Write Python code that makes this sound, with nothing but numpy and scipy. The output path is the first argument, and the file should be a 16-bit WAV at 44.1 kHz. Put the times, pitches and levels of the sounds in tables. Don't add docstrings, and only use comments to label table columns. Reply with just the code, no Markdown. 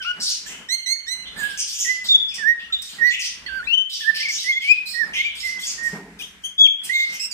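import sys
import numpy as np
from scipy import signal
from scipy.fft import rfft, irfft
from scipy.io import wavfile
from scipy.ndimage import uniform_filter1d, minimum_filter1d

SR = 44100
rng = np.random.default_rng(int(sys.argv[2]) if len(sys.argv) > 2 else 0)


def wav_out(sig):
    wavfile.write(sys.argv[1], SR, np.round(np.clip(np.atleast_2d(sig).T, -1, 1) * 32767).astype(np.int16))


def ratio_of_db(decibels):
    return 10 ** (np.asarray(decibels, float) / 20)


N = 323253
t = np.arange(N) / SR
SIDE = np.array([[1], [-1]])


def shaped(x, points):
    hz, db = np.transpose(points)
    f = np.arange(N // 2 + 1) * SR / N + 1
    response_db = np.interp(np.log(f), np.log(hz), db, -90, -90)
    y = irfft(rfft(x) * ratio_of_db(response_db), N)
    return y / y.std()


def band(hz, width_hz):
    lowpass = signal.butter(3, width_hz / 2, fs=SR, output="sos")
    a, b = signal.sosfilt(lowpass, rng.standard_normal((2, N)))
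    phase = 2 * np.pi * np.cumsum(hz) / SR
    y = a * np.cos(phase) + b * np.sin(phase)
    return y / y.std()


def walk(rate):
    hold = int(SR / rate)
    steps = np.repeat(rng.standard_normal(N // 40), hold)[:N]
    y = uniform_filter1d(steps, hold)
    return y / y.std()


def gate(start, end, rise, fall):
    opening = np.clip((t - start) / rise, 0, 1)
    return opening * np.clip(1 - (t - end) / fall, 0, 1)


# time in seconds, level in dB.
RUMBLE_LEVEL = [(0.0, -59), (0.33, -62), (0.65, -64.5), (0.9, -71.5), (1.45, -52), (1.69, -65.5),
                (2.04, -62.5), (2.84, -61), (2.88, -63), (3.14, -68), (3.57, -51), (3.82, -74),
                (5.35, -58.5), (5.71, -63), (5.82, -56.5), (6.49, -63.5), (6.7, -79.5), (7.33, -63)]
# time in seconds, length in seconds, swell of the murmur in dB.
STIRRINGS = [(.2, 0.074, 11.5), (0.572, 0.21, 13.5), (1.42, 0.16, 7), (2.054, 0.068, 7), (2.42, 0.09, 12),
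             (3.011, 0.14, 14), (3.66, 0.074, 7.5), (4.19, 0.5, 10.5), (5.075, 0.15, 12.5), (5.7, 0.43, 7),
             (5.95, 0.093, 13), (6.865, 0.14, 19), (7.13, 0.16, 13.5)]
# frequency in Hz, level in dB per Hz.
HOUSE_SPECTRUM = [(71, -43), (120, -6), (190, 3), (363, -8), (409, -3.5), (466, -7), (574, -8.5),
                  (1110, -7), (1300, -7.5), (1690, -3), (2860, -120)]
# frequency in Hz, level in dB per Hz.
AIR_SPECTRUM = [(760, -27), (1300, -14), (2070, -4), (3200, -18), (8150, -22.5), (14700, -33), (15500, -72)]


def room_tone():
    rumble_db = np.interp(t, *np.transpose(RUMBLE_LEVEL))
    noise = rng.standard_normal((6, N))
    rumble = shaped(noise[0] + .37 * SIDE * noise[1], [(20, -33), (40, -26.0), (58, -16.5), (110, -36.0)])
    house = shaped(noise[2] + .5 * SIDE * noise[3], HOUSE_SPECTRUM)
    stir_db = sum(db * np.exp(-(2 * (t - s) / length) ** 2) for s, length, db in STIRRINGS)
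    house_db = 5 - 66.5 + 0.96 * (rumble_db + 66) + stir_db
    air = shaped(noise[4:], AIR_SPECTRUM) * ratio_of_db(-59 + 0.55 * (house_db + 69.5))
    return rumble * ratio_of_db(rumble_db) + house * ratio_of_db(house_db + 2 * walk(25)) + air


# time in seconds, level in dB.
BLOWS = [
    (5.03, -57),
    (5.922, -40),
]
# frequency in Hz, width in Hz, level in dB, decay by 60 dB in seconds.
FURNITURE_MODES = [(190, 54, 4.5, 0.88), (282, 93, -3.5, 1), (415, 82, 0.5, 0.75), (812, 470, -3.5, 0.89)]


def knocks():
    out = 0
    for hz, width_hz, mode_db, t60 in FURNITURE_MODES:
        ring = band(hz + 0 * t, width_hz)
        for s, db in BLOWS:
            age = np.clip(t - s, 0, None)
            decay = ratio_of_db(db + mode_db - 60 * age / t60)
            out = out + decay * ring * np.clip(age / .012, 0, 1)
    return out


# centre in Hz, decay by 60 dB in seconds, level in dB.
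WALL_DECAY = [(1484, 0.64, 14.5), (3000, 0.53, 15), (5560, 0.36, 14.5), (10400, 0.43, 7)]


def room(x):
    age = t[:SR]
    tails = 0
    for hz, t60, db in WALL_DECAY:
        octave = signal.butter(2, [hz / np.sqrt(2), hz * np.sqrt(2)], "band", fs=SR, output="sos")
        noise = signal.sosfilt(octave, rng.standard_normal((2, SR))) * np.exp(-np.log(1000) * age / t60)
        noise = noise * np.clip((age - .003) / 0.0012, 0, 1)
        tails = tails + ratio_of_db(db) * noise / np.sqrt(np.sum(noise ** 2) * SR / 2 / hz / np.sqrt(2))
    return signal.fftconvolve(x[None], tails * np.sqrt(2), axes=1)[:, :N]


# frequency in Hz, width in Hz, share it wanders.
TRACT_MODES = [(3100, 800, .08), (5400, 1500, .075), (8300, 2300, .06), (12400, 4800, .05)]
# start in seconds, length in seconds, throat level in dB,
# gape (beak over throat) in dB, beak resonance in Hz.
CLUCK_CALLS = [(.018, 0.0233, -31.5, -7.5, 5547), (1.25, .028, -36.5, -27, 4480),
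               (2.28, 0.0389, -40, -3, 4990), (2.59, 0.044, -38.5, -11, 4378),
               (3.062, 0.04, -39.5, 5, 4414), (4.142, 0.059, -28.5, 1.5, 5404),
               (4.281, 0.1255, -38.5, 10.5, 5280), (5.189, 0.156, -38, -45, 4740),
               (2.72, 0.0078, -29, -6.5, 5000)]
RASP_CALLS = [(.198, 0.11, -39.5, 15, 5130), (1.573, 0.04, -32.5, 10.5, 5740),
              (1.668, 0.11, -37, 7.5, 5600), (1.771, .12, -36.5, 7.5, 5890), (2.038, 0.034, -37, 7.5, 4500),
              (2.338, 0.025, -38, 5.5, 5200), (3.191, 0.061, -30.5, 5, 6030),
              (3.892, 0.14, -35.5, 1.5, 5120), (4.4, 0.05, -31.5, -1.5, 5500), (4.6, 0.1, -35, -6.5, 4604),
              (5.132, 0.041, -21, -12.5, 4700), (5.45, 0.044, -43.5, 9.5, 5140),
              (5.633, 0.072, -36.5, 11, 5540), (6.929, 0.22, -50, 6, 4440)]
SIZZLE_CALLS = [(.458, 0.0521, -36, -3.5, 5783), (1.358, 0.14, -38.5, -1, 4146),
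                (2.818, 0.0192, -49, 13, 4837), (2.85, 0.0806, -41, 0, 4700),
                (3.108, 0.032, -22.5, -25, 7173), (3.46, 0.018, -27, -48, 4336),
                (4.853, 0.098, -52, 13, 4815), (5.348, .1, -45.5, 5.5, 4415), (5.592, 0.049, -38, 0, 6370),
                (5.83, 0.049, -49.5, 5.5, 5680), (6.188, 0.0254, -38, -0.5, 5490),
                (6.42, .04, -55, 2.5, 5630), (6.832, 0.046, -39.5, 5, 4860), (7.12, 0.031, -36, -1.5, 5490),
                (7.31, 0.026, -43.5, 10, 5550)]


def chatter():
    flap = np.cumsum(260 * (1 + .35 * walk(120))) / SR % 1
    puffs = uniform_filter1d(.5 + np.exp(-flap / .4), 20) * ratio_of_db(2.5 * walk(70))
    kinds = [(CLUCK_CALLS, -13.5), (RASP_CALLS, -8.5), (SIZZLE_CALLS, 0.38)]
    calls = sorted((*row, upper_db) for rows, upper_db in kinds for row in rows)
    effort = np.zeros((len(TRACT_MODES), N))
    for s, length, throat_db, gape_db, _, upper_db in calls:
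        beak_db = throat_db + gape_db
        upper_beak_db = beak_db + upper_db
        hiss_db = min(upper_beak_db - 3, -40.5)
        levels_db = np.array([throat_db, beak_db, upper_beak_db, hiss_db]) - 5
        envelope = gate(s, s + 0.69 * length, 0.038 * length + 0.0027, 1.03 * length)
        effort += np.outer(ratio_of_db(levels_db), envelope)
    centres = [hz + 0 * t for hz, _, _ in TRACT_MODES]
    middles = [s + length / 2 for s, length, *_ in calls]
    centres[1] = np.interp(t, middles, [call[4] for call in calls])
    out = 0
    for strength, hz, (_, width_hz, wander) in zip(effort, centres, TRACT_MODES):
        wandering_hz = hz * np.exp(1.3 * wander * walk(45))
        out = out + strength * ratio_of_db(2 * walk(45)) * band(wandering_hz, 0.96 * width_hz)
    out = out * puffs / np.sqrt(np.mean(puffs ** 2))
    return signal.sosfilt(signal.butter(4, 1900, "high", fs=SR, output="sos"), out)


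PORT_LAG = 6
# pitch in Hz, left minus right level in dB.
PORT_SHADING = [(1450, 3), (1650, -23.5), (1900, -16.5), (2150, -2), (2600, 16.5), (3300, 7), (4400, -20.5),
                (8000, -1.5)]


def shading_db(hz):
    return np.interp(hz, *np.transpose(PORT_SHADING))


def syrinx(on, end, hz, db, ease_db, chance, shake, over_db, fade):
    tremble, swell, leak = chance
    phase = 2 * np.pi * np.cumsum(hz * (1 + shake * tremble[on])) / SR
    high = np.arange(5, 9)
    sheen_db = -32 - .003 * abs(high * hz.mean() - 13800)
    over_db = [0, *over_db, *np.maximum(over_db[-1] - 5.2 * (high - 4), sheen_db)]
    ease_db = ease_db - 60 * np.clip(t[on] - end, 0, None) / fade
    tone = 0
    for k, partial_db in enumerate(over_db, 1):
        if k * hz.max() < .4 * SR:
            easing_db = min(k - 1, 2) * .3 * ease_db
            port_db = SIDE / 2 * shading_db(k * hz)
            tone = tone + ratio_of_db(partial_db + easing_db + port_db) * np.sin(k * phase)
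    strength = ratio_of_db(db + ease_db + (1.2 + 40 * shake) * swell[on])
    envelope = gate(t[on.start], end + .5 * fade, .004, .1 * fade)[on]
    return (tone * np.sqrt(2) + leak[on]) * strength * envelope


def whistle(row, chance, bend, dip, shake, peak, in_db, out_db, over_db, fade):
    s, length, first_hz, last_hz, db = row
    on = slice(int(s * SR), int((s + length + .6 * fade) * SR))
    u = np.clip((t[on] - s) / length, 0, 1)
    glide_hz = last_hz + (first_hz - last_hz) * (1 - u) ** bend
    hz = glide_hz * (1 - dip * np.sin(np.pi * u))
    ease_db = np.interp(u, [0, np.clip(peak, .05, .95), 1], [in_db, 0, out_db])
    return on, syrinx(on, s + length, hz, db, ease_db, chance, shake, over_db, fade)


def long_note(line, chance, shake, over_db, fade):
    s, hz, db = np.transpose(line)
    left = ratio_of_db(shading_db(hz) / 2)
    port_sum = left + np.exp(2j * np.pi * hz * PORT_LAG / SR) / left
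    db = db - 20 * np.log10(abs(port_sum) / 2)
    on = slice(int(s[0] * SR), int((s[-1] + .6 * fade) * SR))
    ease_db = np.interp(t[on], s, db - db.max())
    return on, syrinx(on, s[-1], np.interp(t[on], s, hz), db.max(), ease_db, chance, shake, over_db, fade)


# start in seconds, length in seconds, first pitch in Hz, last pitch in Hz,
# level in dB.
BRIGHT_NOTES = [(.686, .075, 1797, 2110, -29.5), (1.065, .085, 1760, 2046, -33)]
CLIMBING_NOTES = [(.858, 0.09, 1985, 2187, -29)]
ARCHED_NOTES = [(4.87, 0.21, 4690, 4950, -43.5)]
NASAL_NOTES = [(0.0, .03, 1640, 1506, -31.5), (.045, .075, 1320, 1466, -24)]
SHRILL_NOTES = [(7.196, 0.0556, 2613, 2684, -43.5), (7.31, 0.019, 2280, 2395, -44)]
SQUEAKY_NOTES = [(6.436, 0.046, 3110, 3204, -28.5)]
FLICKED_NOTES = [(.95, 0.015, 2190, 1820, -52), (6.663, 0.012, 3150, 2264, -32.5)]
RISING_NOTES = [(4.52, 0.064, 3330, 3455, -28.5)]
HOARSE_NOTES = [(.46, 0.1, 1680, 2130, -48), (.535, 0.35, 3000, 3140, -50), (.75, 0.117, 3000, 2910, -54),
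                (1.0, 0.29, 3220, 2840, -54.5), (2.285, 0.084, 5120, 5200, -49),
                (2.31, 0.061, 2656, 2520, -46.5), (2.6, 0.066, 2500, 2900, -48),
                (2.7, 0.014, 1370, 1365, -44.5), (2.78, .07, 3580, 3800, -41),
                (3.068, 0.028, 4450, 4250, -38), (3.105, 0.061, 3510, 3450, -34),
                (3.135, 0.059, 3000, 2860, -40), (3.13, 0.116, 2725, 2590, -39.5),
                (3.38, 0.094, 2620, 3000, -60), (3.46, 0.011, 4260, 4450, -40),
                (3.64, 0.053, 3140, 4300, -45), (4.38, 0.034, 4050, 3950, -36),
                (4.615, 0.059, 3310, 3050, -35), (4.858, 0.11, 4040, 4340, -39.5),
                (5.15, .04, 2940, 2980, -50), (5.18, .07, 3570, 3510, -39), (5.255, .045, 3000, 3060, -40),
                (5.34, 0.095, 3160, 3600, -43), (5.4, 0.041, 5150, 5250, -40),
                (5.585, 0.056, 3000, 4470, -45), (5.622, 0.015, 3310, 3350, -31),
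                (6.587, 0.019, 4880, 4930, -52), (6.93, 0.086, 3707, 3680, -29.5)]
# time in seconds, pitch in Hz, level in dB.
CLEAR_LINES = [
    [(1.845, 2030, -34), (1.861, 1880, -31.5), (1.905, 2022, -19), (1.993, 2011, -37.5), (2.005, 2000, -44),
     (2.021, 2022, -31), (2.08, 1994, -54.5)],
    [(2.38, 1960, -37.5), (2.402, 1797, -34), (2.426, 1770, -26), (2.436, 1636, -27.5), (2.484, 1867, -13),
     (2.518, 1886, -17), (2.56, 1884, -36)],
    [(2.983, 1916, -40), (3.025, 1840, -17), (3.055, 1956, -13.5), (3.095, 1953, -17.5), (3.103, 1857, -21),
     (3.119, 1980, -23.5), (3.135, 2031, -32.5)],
    [(4.005, 1720, -37), (4.015, 1850, -40.5), (4.049, 1670, -30.5), (4.075, 1793, -20.5),
     (4.101, 1783, -10.5), (4.115, 1730, -29), (4.13, 1772, -30)],
    [(4.44, 1957, -36), (4.474, 2004, -30.5), (4.496, 2153, -16.5), (4.532, 2090, -26.5),
     (4.54, 2015, -30.5), (4.582, 2147, -21.5), (4.592, 2135, -42.5)],
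    [(4.605, 2044, -33), (4.655, 2252, -27), (4.671, 2250, -31), (4.717, 2505, -8.5), (4.759, 2578, -39),
     (4.787, 2488, -26.5), (4.81, 2528, -37.5)],
    [(4.935, 1935, -39), (4.963, 1858, -29.5), (4.989, 1930, -25), (5.007, 1880, -21), (5.025, 1802, -19),
     (5.035, 1710, -22), (5.06, 1850, -37)],
    [(5.425, 2070, -41), (5.439, 2052, -32), (5.461, 2090, -26), (5.487, 1997, -27), (5.505, 2107, -30),
     (5.601, 2017, -34.5), (5.628, 2070, -43)],
    [(5.778, 1850, -36), (5.792, 1838, -35.5), (5.824, 1870, -32), (5.848, 1878, -25), (5.878, 1860, -22),
     (5.888, 1788, -32.5), (5.91, 1867, -38)],
]
WARBLED_LINES = [
    [(1.362, 1760, -40), (1.368, 1737, -37.5), (1.404, 1800, -34), (1.414, 1657, -30.5),
     (1.456, 1660, -22.5), (1.482, 1680, -34), (1.486, 1638, -33), (1.542, 1610, -36), (1.56, 1562, -46)],
    [(3.46, 1903, -33), (3.472, 2020, -33.5), (3.478, 1852, -39), (3.498, 1564, -32.5), (3.58, 1565, -28.5),
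     (3.61, 1410, -31.5), (3.624, 1462, -36), (3.632, 1740, -31), (3.636, 1830, -42.5)],
    [(4.195, 2077, -34), (4.223, 2060, -32.5), (4.233, 2370, -26), (4.241, 2410, -37), (4.259, 2210, -24),
     (4.271, 2070, -34.5), (4.287, 2320, -28.5), (4.309, 2097, -28.5), (4.315, 2340, -40)],
    [(5.14, 1920, -38), (5.158, 2148, -31), (5.182, 2070, -32), (5.214, 2177, -18.5), (5.224, 2310, -44),
     (5.234, 2160, -33), (5.262, 2390, -25), (5.31, 2277, -34.5), (5.335, 2318, -45)],
    [(6.89, 2027, -44), (6.898, 1932, -23), (6.904, 1923, -23.5), (6.916, 2114, -27), (6.926, 2060, -24),
     (6.938, 2127, -26), (6.958, 2131, -22.5), (7.034, 2111, -24), (7.12, 2117, -40.5)],
]
HIGH_LINES = [
    [(2.085, 3690, -36), (2.091, 3637, -35), (2.129, 3642, -27.5), (2.139, 3370, -28), (2.161, 3494, -21),
     (2.173, 3410, -57), (2.191, 3500, -39), (2.245, 3480, -40), (2.25, 3455, -36)],
    [(3.67, 2425, -25.5), (3.694, 2750, -28), (3.712, 2685, -22), (3.738, 3030, -19.5), (3.752, 3064, -18),
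     (3.766, 2956, -31), (3.78, 3048, -18.5), (3.852, 3062, -31.5), (3.865, 3130, -38)],
    [(6.579, 3540, -40), (6.589, 3380, -28.5), (6.615, 3426, -19), (6.625, 3364, -22), (6.639, 3396, -20.5),
     (6.667, 3180, -17.5), (6.673, 3377, -41), (6.679, 3307, -24), (6.74, 3309, -31.5)],
    [(6.195, 2510, -35), (6.203, 2520, -40), (6.213, 2430, -35), (6.217, 2685, -48), (6.223, 2921, -32),
     (6.231, 3350, -51), (6.237, 3280, -42), (6.245, 3199, -37), (6.275, 3263, -57)],
    [(2.722, 3760, -39), (2.732, 3710, -31.5), (2.744, 3770, -28), (2.758, 3457, -39), (2.772, 3540, -49),
     (2.78, 3490, -52), (2.79, 3715, -50)],
]


def whistles():
    short_kinds = [
        (BRIGHT_NOTES, dict(bend=2.4, dip=0, shake=0.0078, peak=0.72, in_db=-7, out_db=-7.5,
                            over_db=[7, 0.5, -3.5], fade=0.81)),
        (CLIMBING_NOTES, dict(bend=0.99, dip=0, shake=0.0081, peak=0.8, in_db=-3.5, out_db=-9,
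                              over_db=[4.5, 0, -7.5], fade=0.62)),
        (ARCHED_NOTES, dict(bend=2.1, dip=-0.11, shake=.032, peak=0.34, in_db=-1, out_db=-11,
                            over_db=[-16, -6, -38], fade=0.088)),
        (NASAL_NOTES, dict(bend=2.43, dip=0, shake=0.01, peak=0.94, in_db=-6, out_db=-7,
                           over_db=[-2, -36, -27], fade=0.14)),
        (SHRILL_NOTES, dict(bend=3.5, dip=0, shake=0.031, peak=0.091, in_db=3, out_db=0,
                            over_db=[9.5, 6, -2], fade=0.44)),
        (SQUEAKY_NOTES, dict(bend=1.78, dip=0, shake=0.02, peak=0.58, in_db=-5.5, out_db=-5,
                             over_db=[-10, -9.5, -22], fade=0.25)),
        (FLICKED_NOTES, dict(bend=0.97, dip=0, shake=0.0015, peak=0.19, in_db=-1, out_db=5,
                             over_db=[-21.5, -30, -31], fade=0.02)),
        (RISING_NOTES, dict(bend=2.1, dip=0, shake=0.0045, peak=0.52, in_db=3, out_db=-6,
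                            over_db=[-21, -31, -49], fade=0.15)),
        (HOARSE_NOTES, dict(bend=1.6, dip=0, shake=0.03, peak=0.28, in_db=3, out_db=0,
                            over_db=[-17.5, -43, -23.5], fade=0.19)),
    ]
    long_kinds = [
        (CLEAR_LINES, dict(shake=0.0046, over_db=[-27.5, -27.5, -51], fade=0.5)),
        (WARBLED_LINES, dict(shake=0.008, over_db=[-27.5, -24.5, -55], fade=0.27)),
        (HIGH_LINES, dict(shake=.005, over_db=[-29, -40.5, -60], fade=0.22)),
    ]
    leak = ratio_of_db(-37.5) * band(4000 + 0 * t, 4000)
    chance = (walk(400), walk(90), leak)
    notes = [whistle(row, chance, **manner) for rows, manner in short_kinds for row in rows]
    notes += [long_note(line, chance, **manner) for lines, manner in long_kinds for line in lines]
    out = np.zeros((2, N))
    for on, note in notes:
        out[:, on] += note
    return out


def gain_control(x):
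    knee_db, squeeze = -30, 0.13
    level_db = 10 * np.log10(uniform_filter1d(x ** 2, 600) + 1e-9)
    held_db = minimum_filter1d(-squeeze * np.clip(level_db - knee_db, 0, None), 1500)
    return ratio_of_db(uniform_filter1d(held_db, 1500, origin=500))


def scene():
    song, rasp = whistles(), chatter()
    bird = song + rasp
    direct = np.array([bird[0], np.roll(bird[1], PORT_LAG)])
    gain = gain_control(bird.mean(0))
    to_walls = ratio_of_db(-16) * song.mean(0) + rasp
    echoes = room(to_walls / gain)
    return direct + ratio_of_db(-13) * gain * echoes + knocks() + room_tone()


# frequency in Hz, threshold in dB.
DROPOUT_LEVEL = [(3000, -20), (7500, -12), (10000, -1.4), (14000, -.2)]


def drop_faint_bands(x):
    mask_db, cut_db = -43, -28
    spec = signal.stft(x, nperseg=1024)[2]

    def smooth_db(bins, frames):
        power = uniform_filter1d(abs(spec) ** 2, bins, axis=1)
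        return 10 * np.log10(uniform_filter1d(power, frames, axis=2) + 1e-14)

    level_db = smooth_db(10, 3)
    loudest_db = -minimum_filter1d(-level_db, 36, origin=13, axis=1)
    masked = 1 / (1 + np.exp(np.clip(level_db - loudest_db - mask_db, -40, 40)))
    masked[:, :30] = 0
    under_db = np.interp(np.arange(513) * SR / 1024, *np.transpose(DROPOUT_LEVEL), left=-99)[:, None]
    weak = (smooth_db(5, 4) - smooth_db(30, 4)).mean(0) < under_db
    kept = spec * ratio_of_db(cut_db * np.maximum(masked, weak))
    return signal.istft(kept, nperseg=1024)[1][:, :N]


def top_cut(x):
    return signal.sosfilt(signal.butter(12, 15770, fs=SR, output="sos"), x)


def record(dry):
    lowpass = signal.ellip(6, .3, 40, 15250, fs=SR, output="sos")
    mix = signal.sosfilt(lowpass, drop_faint_bands(dry))
    return top_cut(mix)


dry = scene()
out = record(dry)
wav_out(out)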